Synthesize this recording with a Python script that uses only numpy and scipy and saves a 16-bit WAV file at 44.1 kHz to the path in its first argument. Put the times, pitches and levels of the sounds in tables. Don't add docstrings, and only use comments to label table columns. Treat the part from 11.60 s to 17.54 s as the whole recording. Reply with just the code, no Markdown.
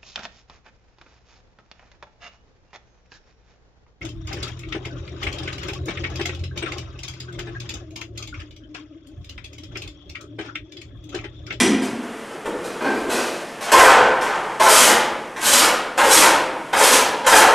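import sys
import numpy as np
from scipy import signal
from scipy.fft import rfft, irfft, next_fast_len
from scipy.io import wavfile
from scipy.ndimage import uniform_filter1d, map_coordinates

SR = 44100
rng = np.random.default_rng(int(sys.argv[2]) if len(sys.argv) > 2 else 0)


def transcribe(u):
    v = np.clip(np.atleast_2d(u).T, -1, 1)
    q = np.round(v * 32767).astype(np.int16)
    wavfile.write(sys.argv[1], SR, q)


N = 261954

# (landing time [s], landing [dB], splat [dB], rebound [dB], wait before the push [s],
# push length [s], swish [dB], far wall [dB], rebound ring [Hz])
STROKES = [(2.117, -10, -14.5, -6.5, 0.0067, 0.19, -18.5, -7.5, 2400),
           (2.997, -12.5, -25, -13, 0.0017, 0.34, -10, -11.5, 1000),
           (3.762, -28, -41, -27.5, 0.022, 0.29, -11.5, -15, 860),
           (4.375, -12.5, -24.5, -15, 0.049, 0.25, -10.5, -10, 426),
           (5.128, -14.5, -30.5, -17, 0.017, 0.25, -10.5, -29, 1630),
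           (5.663, -12, -16.5, -6.5, 0.0077, 0.17, -13, -10, 1620)]
# (time [s], boom [dB], scuff [dB], boom ring [Hz])
FOOTSTEPS = [(0.005, -17, -20, 390), (0.087, -24.5, -32.5, 278), (0.422, -59, -32.5, 230),
             (0.71, -54, -31.5, 240), (0.853, -41, -21.5, 430), (1.22, -49, -29.5, 237),
             (1.479, -40, -26.5, 430), (2.398, -37.5, -50, 116), (3.276, -31.5, -26, 330),
             (4.554, -27.5, -31, 315)]
# (frequency [Hz], relative level [dB])
RUSTLE_SPECTRUM = [(150, -30), (500, 17), (1500, 12), (2400, 6), (3600, 5.5), (5000, 4), (9000, 0.5),
                   (12000, -6), (15000, -22)]
REBOUND_AFTER_S = 0.06


def amp(db):
    return 10 ** (np.asarray(db) / 20)


def unit(x):
    return x / np.sqrt(np.mean(x ** 2) + 1e-20)


def along(points, hz):
    f, v = np.transpose(points)
    return np.interp(np.log(hz + 1), np.log(f + 1), v)


def coloured(x, spectrum, modes=(), size=8192):
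    hz = np.fft.rfftfreq(size, 1 / SR)
    db = along(spectrum, hz)
    for f, width, peak_db in modes:
        db = db + peak_db / (1 + (2 * (hz - f) / width) ** 2)
    cepstrum = irfft(np.log(unit(amp(db)) + 1e-6))
    cepstrum[1:size // 2] *= 2
    cepstrum[size // 2 + 1:] = 0
    response = irfft(np.exp(rfft(cepstrum)))
    return signal.fftconvolve(x, response)[:N]


def grains(rate, spread_db):
    happens = rng.random(N) < rate / SR
    sizes = rng.standard_normal(N) * amp(spread_db * rng.standard_normal(N))
    return unit(happens * sizes)


def wobble(rate):
    knots = rng.standard_normal(int(N * rate / SR) + 4)
    return map_coordinates(knots, [np.arange(N) * rate / SR])


def contacts(rows, rate, weigh_s=0.064, rise_s=0.00067, ring_width_hz=55, ring_db=6):
    out, t = np.zeros(N + SR), np.arange(SR // 2) / SR
    chatter = grains(rate, spread_db=0.5)
    for s, db, decay_s, *rings in rows:
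        start = max(round(s * SR), 0)
        envelope = np.exp(-t / max(decay_s, 1e-3)) * (1 - np.exp(-t / rise_s))
        burst = np.roll(chatter, -start)[:len(t)] * envelope
        burst *= amp(db) * np.sqrt(weigh_s * SR) / np.linalg.norm(burst)
        for hz in rings:
            b, a = signal.iirpeak(hz, hz / ring_width_hz, fs=SR)
            burst = burst + amp(ring_db) * signal.lfilter(b, a, burst)
        out[start:start + len(t)] += burst
    return out[:N]


def roller(uneven_db=2.6):
    # (frequency [Hz], relative level [dB])
    nap_spectrum = [(30, -19), (160, -18), (240, -4.5), (400, -6), (560, 0), (700, -7.5), (950, 2),
                    (1860, -3), (3200, -2), (3900, -4.5), (6000, -4), (8400, -3.5), (12200, -9),
                    (14900, -31.5)]
    push_late, push_sharp = 1.15, 1.01
    splat_decay_s = 0.029
    rebound_splat_db = -12

    t, speed = np.arange(N) / SR, np.zeros(N)
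    splats = []
    for s, _, splat_db, rebound_db, wait, push, swish_db, _, _ in STROKES:
        done = np.clip((t - s - wait) / push, 0, 1)
        arch = np.abs(np.sin(np.pi * done ** push_late)) ** push_sharp
        speed += amp(swish_db) * arch
        splats.append((s, splat_db, splat_decay_s))
        splats.append((s + REBOUND_AFTER_S, rebound_db + rebound_splat_db, splat_decay_s))
    tearing = speed * amp(uneven_db * wobble(45)) * grains(rate=5900, spread_db=5.0)
    return coloured(tearing + contacts(splats, rate=8700), nap_spectrum)


def tray(level_db=0.5):
    # (frequency [Hz], relative level [dB])
    tray_spectrum = [(60, -18), (150, -25), (230, -13.5), (340, -6), (450, -10), (650, -1.5), (850, 4.5),
                     (1080, 1.5), (1600, -1.5), (2200, -7), (3100, -13), (4200, -20), (8000, -25.5),
                     (14000, -64)]
    # (frequency [Hz], width [Hz], peak [dB])
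    tray_modes = [(435.6, 14.6, 16), (520, 104, 10), (824, 7.6, -1), (1000, 54, -0.5), (1160, 7, 0),
                  (1144, 48, -17), (1490, 96, 0.5), (2240, 19, 3), (2620, 80, -1), (3250, 26, 9)]
    # (time [s], level before level_db [dB], decay time [s], ring [Hz])
    tray_rocks = [(2.069, -22, 0.055, 447), (2.132, -8.5, 0.018, 1056), (2.19, -9.5, 0.12, 1520),
                  (2.61, -19.5, 0.17, 1147), (5.208, -16, 0.0059, 497), (5.324, -20, 0.09, 968),
                  (5.645, -24, 0.0036, 1140)]
    landing_decay_s, rebound_decay_s, wall_decay_s = 0.019, 0.019, 0.047
    landing_hz, wall_hz = 1053, 1157
    wall_at = 0.78

    knocks = []
    for s, landing_db, _, rebound_db, wait, push, _, wall_db, rebound_hz in STROKES:
        knocks.append((s, landing_db, landing_decay_s, landing_hz))
        knocks.append((s + REBOUND_AFTER_S, rebound_db, rebound_decay_s, rebound_hz))
        knocks.append((s + wait + wall_at * push, wall_db, wall_decay_s, wall_hz))
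    clatter = contacts(knocks, rate=1000, ring_width_hz=48, ring_db=3.5)
    rocking = contacts(tray_rocks, rate=810, ring_width_hz=44, ring_db=11.5)
    return amp(level_db) * coloured(clatter + rocking, tray_spectrum, tray_modes)


def pole():
    # (time [s], ring [dB], rattle [dB], decay time [s])
    pole_knocks = [(0.0, -23.5, -17.5, 0.0019), (0.217, -33.5, -35.5, 0.012), (1.206, -24, -52, 0.032),
                   (1.239, -20.5, -48, 0.016), (1.505, -24, -34, 0.065), (2.164, -19.5, -34, 0.04)]
    # (frequency [Hz], relative level [dB])
    pole_spectrum = [(100, -58), (250, 0), (430, -2.5), (800, -6.5), (1500, -9.5), (2500, -22), (4000, -27),
                     (12000, -50)]
    # (frequency [Hz], width [Hz], peak [dB])
    bending_modes = [(435, 52, 1), (673, 6.9, -2), (1015, 150, 7.5), (1365, 18, -11), (1593, 88, 12),
                     (2415, 170, 15), (4240, 120, 10), (6060, 220, 4)]
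    # (frequency [Hz], relative level [dB])
    rattle_spectrum = [(200, -11), (900, -18), (2000, 3.5), (5000, -8.5), (8000, -6.5), (11400, -12.5),
                       (12200, -32), (15000, -39)]
    # (frequency [Hz], width [Hz], peak [dB])
    tube_modes = [(930, 25, 1), (2010, 64, 7.5), (3145, 150, 9), (4260, 88, 4.5), (5000, 170, 9.5),
                  (5870, 210, 13), (7900, 340, 9), (9000, 120, 10), (11150, 200, 11)]

    ring = contacts([(s, db, decay_s) for s, db, _, decay_s in pole_knocks], rate=490)
    rattle = contacts([(s, db, decay_s) for s, _, db, decay_s in pole_knocks], rate=1500)
    return coloured(ring, pole_spectrum, bending_modes) + coloured(rattle, rattle_spectrum, tube_modes)


def floor():
    # (frequency [Hz], relative level [dB])
    floor_spectrum = [(50, -61), (115, -6.5), (200, -3.5), (290, -1.5), (400, -11.5), (550, -23),
                      (1500, -24), (6000, -64)]
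    # (frequency [Hz], width [Hz], peak [dB])
    floor_modes = [(230, 66, 12), (336, 61, 2.8)]
    boom_decay_s = 0.0085

    booms = [(s, db, boom_decay_s, hz) for s, db, _, hz in FOOTSTEPS]
    thuds = contacts(booms, rate=1700, ring_width_hz=44, ring_db=10.5)
    return coloured(thuds, floor_spectrum, floor_modes)


def painter(uneven_db=3):
    # (frequency [Hz], relative level [dB])
    scuff_spectrum = [(90, -22), (160, -12.5), (300, -3.5), (440, 4.5), (560, -7.5), (700, -6.5),
                      (1100, -13), (1500, -13), (2200, -24), (3300, -24.5), (4200, -35), (9000, -35),
                      (14000, -49)]
    scuff_decay_s = 0.0085
    turn_start_s, turn_length_s, turn_fade_s = 0.933, 0.635, 0.042
    turn_start_db, turn_grows_db_per_s = -33, 14.5
    jacket_db = -14

    t = np.arange(N) / SR - turn_start_s
    turning = np.clip(np.minimum(t, turn_length_s - t) / turn_fade_s, 0, 1)
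    motion = turning * amp(turn_start_db + turn_grows_db_per_s * t + uneven_db * wobble(13.6))
    scuffs = contacts([(s, db, scuff_decay_s) for s, _, db, _ in FOOTSTEPS], rate=1200)
    shuffle = motion * grains(rate=1200, spread_db=2.0)
    jacket = amp(jacket_db) * motion * grains(rate=5400, spread_db=1.0)
    return coloured(scuffs + shuffle, scuff_spectrum) + coloured(jacket, RUSTLE_SPECTRUM)


def rustles():
    # (time [s], level [dB], decay
    # time [s], loudest ring [Hz])
    brushes = [(0.224, -33.5, 0.014, 2180), (1.04, -34, 0.027, 2480), (1.495, -19.5, 0.13, 2550),
               (2.008, -26.5, 0.059, 2230), (2.61, -28, 0.021, 2380)]
    return coloured(contacts(brushes, rate=10000), RUSTLE_SPECTRUM)


def tail(build_s=0.00033):
    # (frequency [Hz], time to fall 60 dB [s])
    decay_times = [(120, 1.13), (400, 1.28), (1000, 0.98), (2800, 0.78), (7000, 0.47), (13000, 0.36)]
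    hz, t, z = signal.stft(rng.standard_normal(SR * 6 // 5), SR, nperseg=256)
    t60 = along(decay_times, hz)[:, None]
    decaying = z * 10 ** (-3 * t / t60) / np.sqrt(t60)
    echo = signal.istft(decaying, SR, nperseg=256)[1]
    echo *= 1 - np.exp(-np.arange(len(echo)) / SR / build_s)
    return echo / np.linalg.norm(echo)


def room(x, direct_db=-13, count=8, size=1600):
    turn = np.arange(N) / size
    wet = 0
    for k in range(count):
        away = np.abs((turn - k + 1) % count - 1)
        share = np.cos(np.pi / 2 * np.minimum(away, 1))
        wet = wet + signal.oaconvolve(x * share, tail())[:N]
    return wet + amp(direct_db) * x


def background(level_db=-37.0):
    # (frequency [Hz], relative level [dB])
    air_spectrum = [(25, -11), (65, -23), (130, -3), (215, 1.5), (425, 1.5), (950, -2), (1500, -2),
                    (3300, -11), (3900, -18), (9700, -20), (13400, -34), (14900, -59)]
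    return amp(level_db + wobble(3.47)) * coloured(rng.standard_normal(N), air_spectrum)


def scene(lean=0.011, lean_below_hz=1900):
    sources = roller() + tray() + pole() + floor() + painter() + rustles()
    mono = room(sources) + background()
    lowpass = signal.butter(4, lean_below_hz, fs=SR, output="sos")
    side = lean * signal.sosfiltfilt(lowpass, mono)
    return np.array([mono + side, mono - side])


def gain_control(x, limit_db=-10, excess_falls_db_per_s=45, squeeze=0.48):
    power = uniform_filter1d(np.mean(x ** 2, axis=0), size=400)
    excess_db = np.maximum(10 * np.log10(np.abs(power) + 1e-12) - limit_db, 0)
    creep = excess_falls_db_per_s * np.arange(N) / SR
    held_db = np.maximum.accumulate(excess_db + creep) - creep
    return x * amp(-min(squeeze, 1) * held_db)


def record(dry, hardness=6, ceiling=1.05, top_hz=14800):
    x = gain_control(dry)
    x = x / (1 + np.abs(x / ceiling) ** hardness) ** (1 / hardness)
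    m = next_fast_len(N + SR // 2)
    kept = np.fft.rfftfreq(m, 1 / SR) < top_hz
    return irfft(rfft(x, m) * kept, m)[:, :N]


dry = scene()
out = record(dry)
transcribe(out)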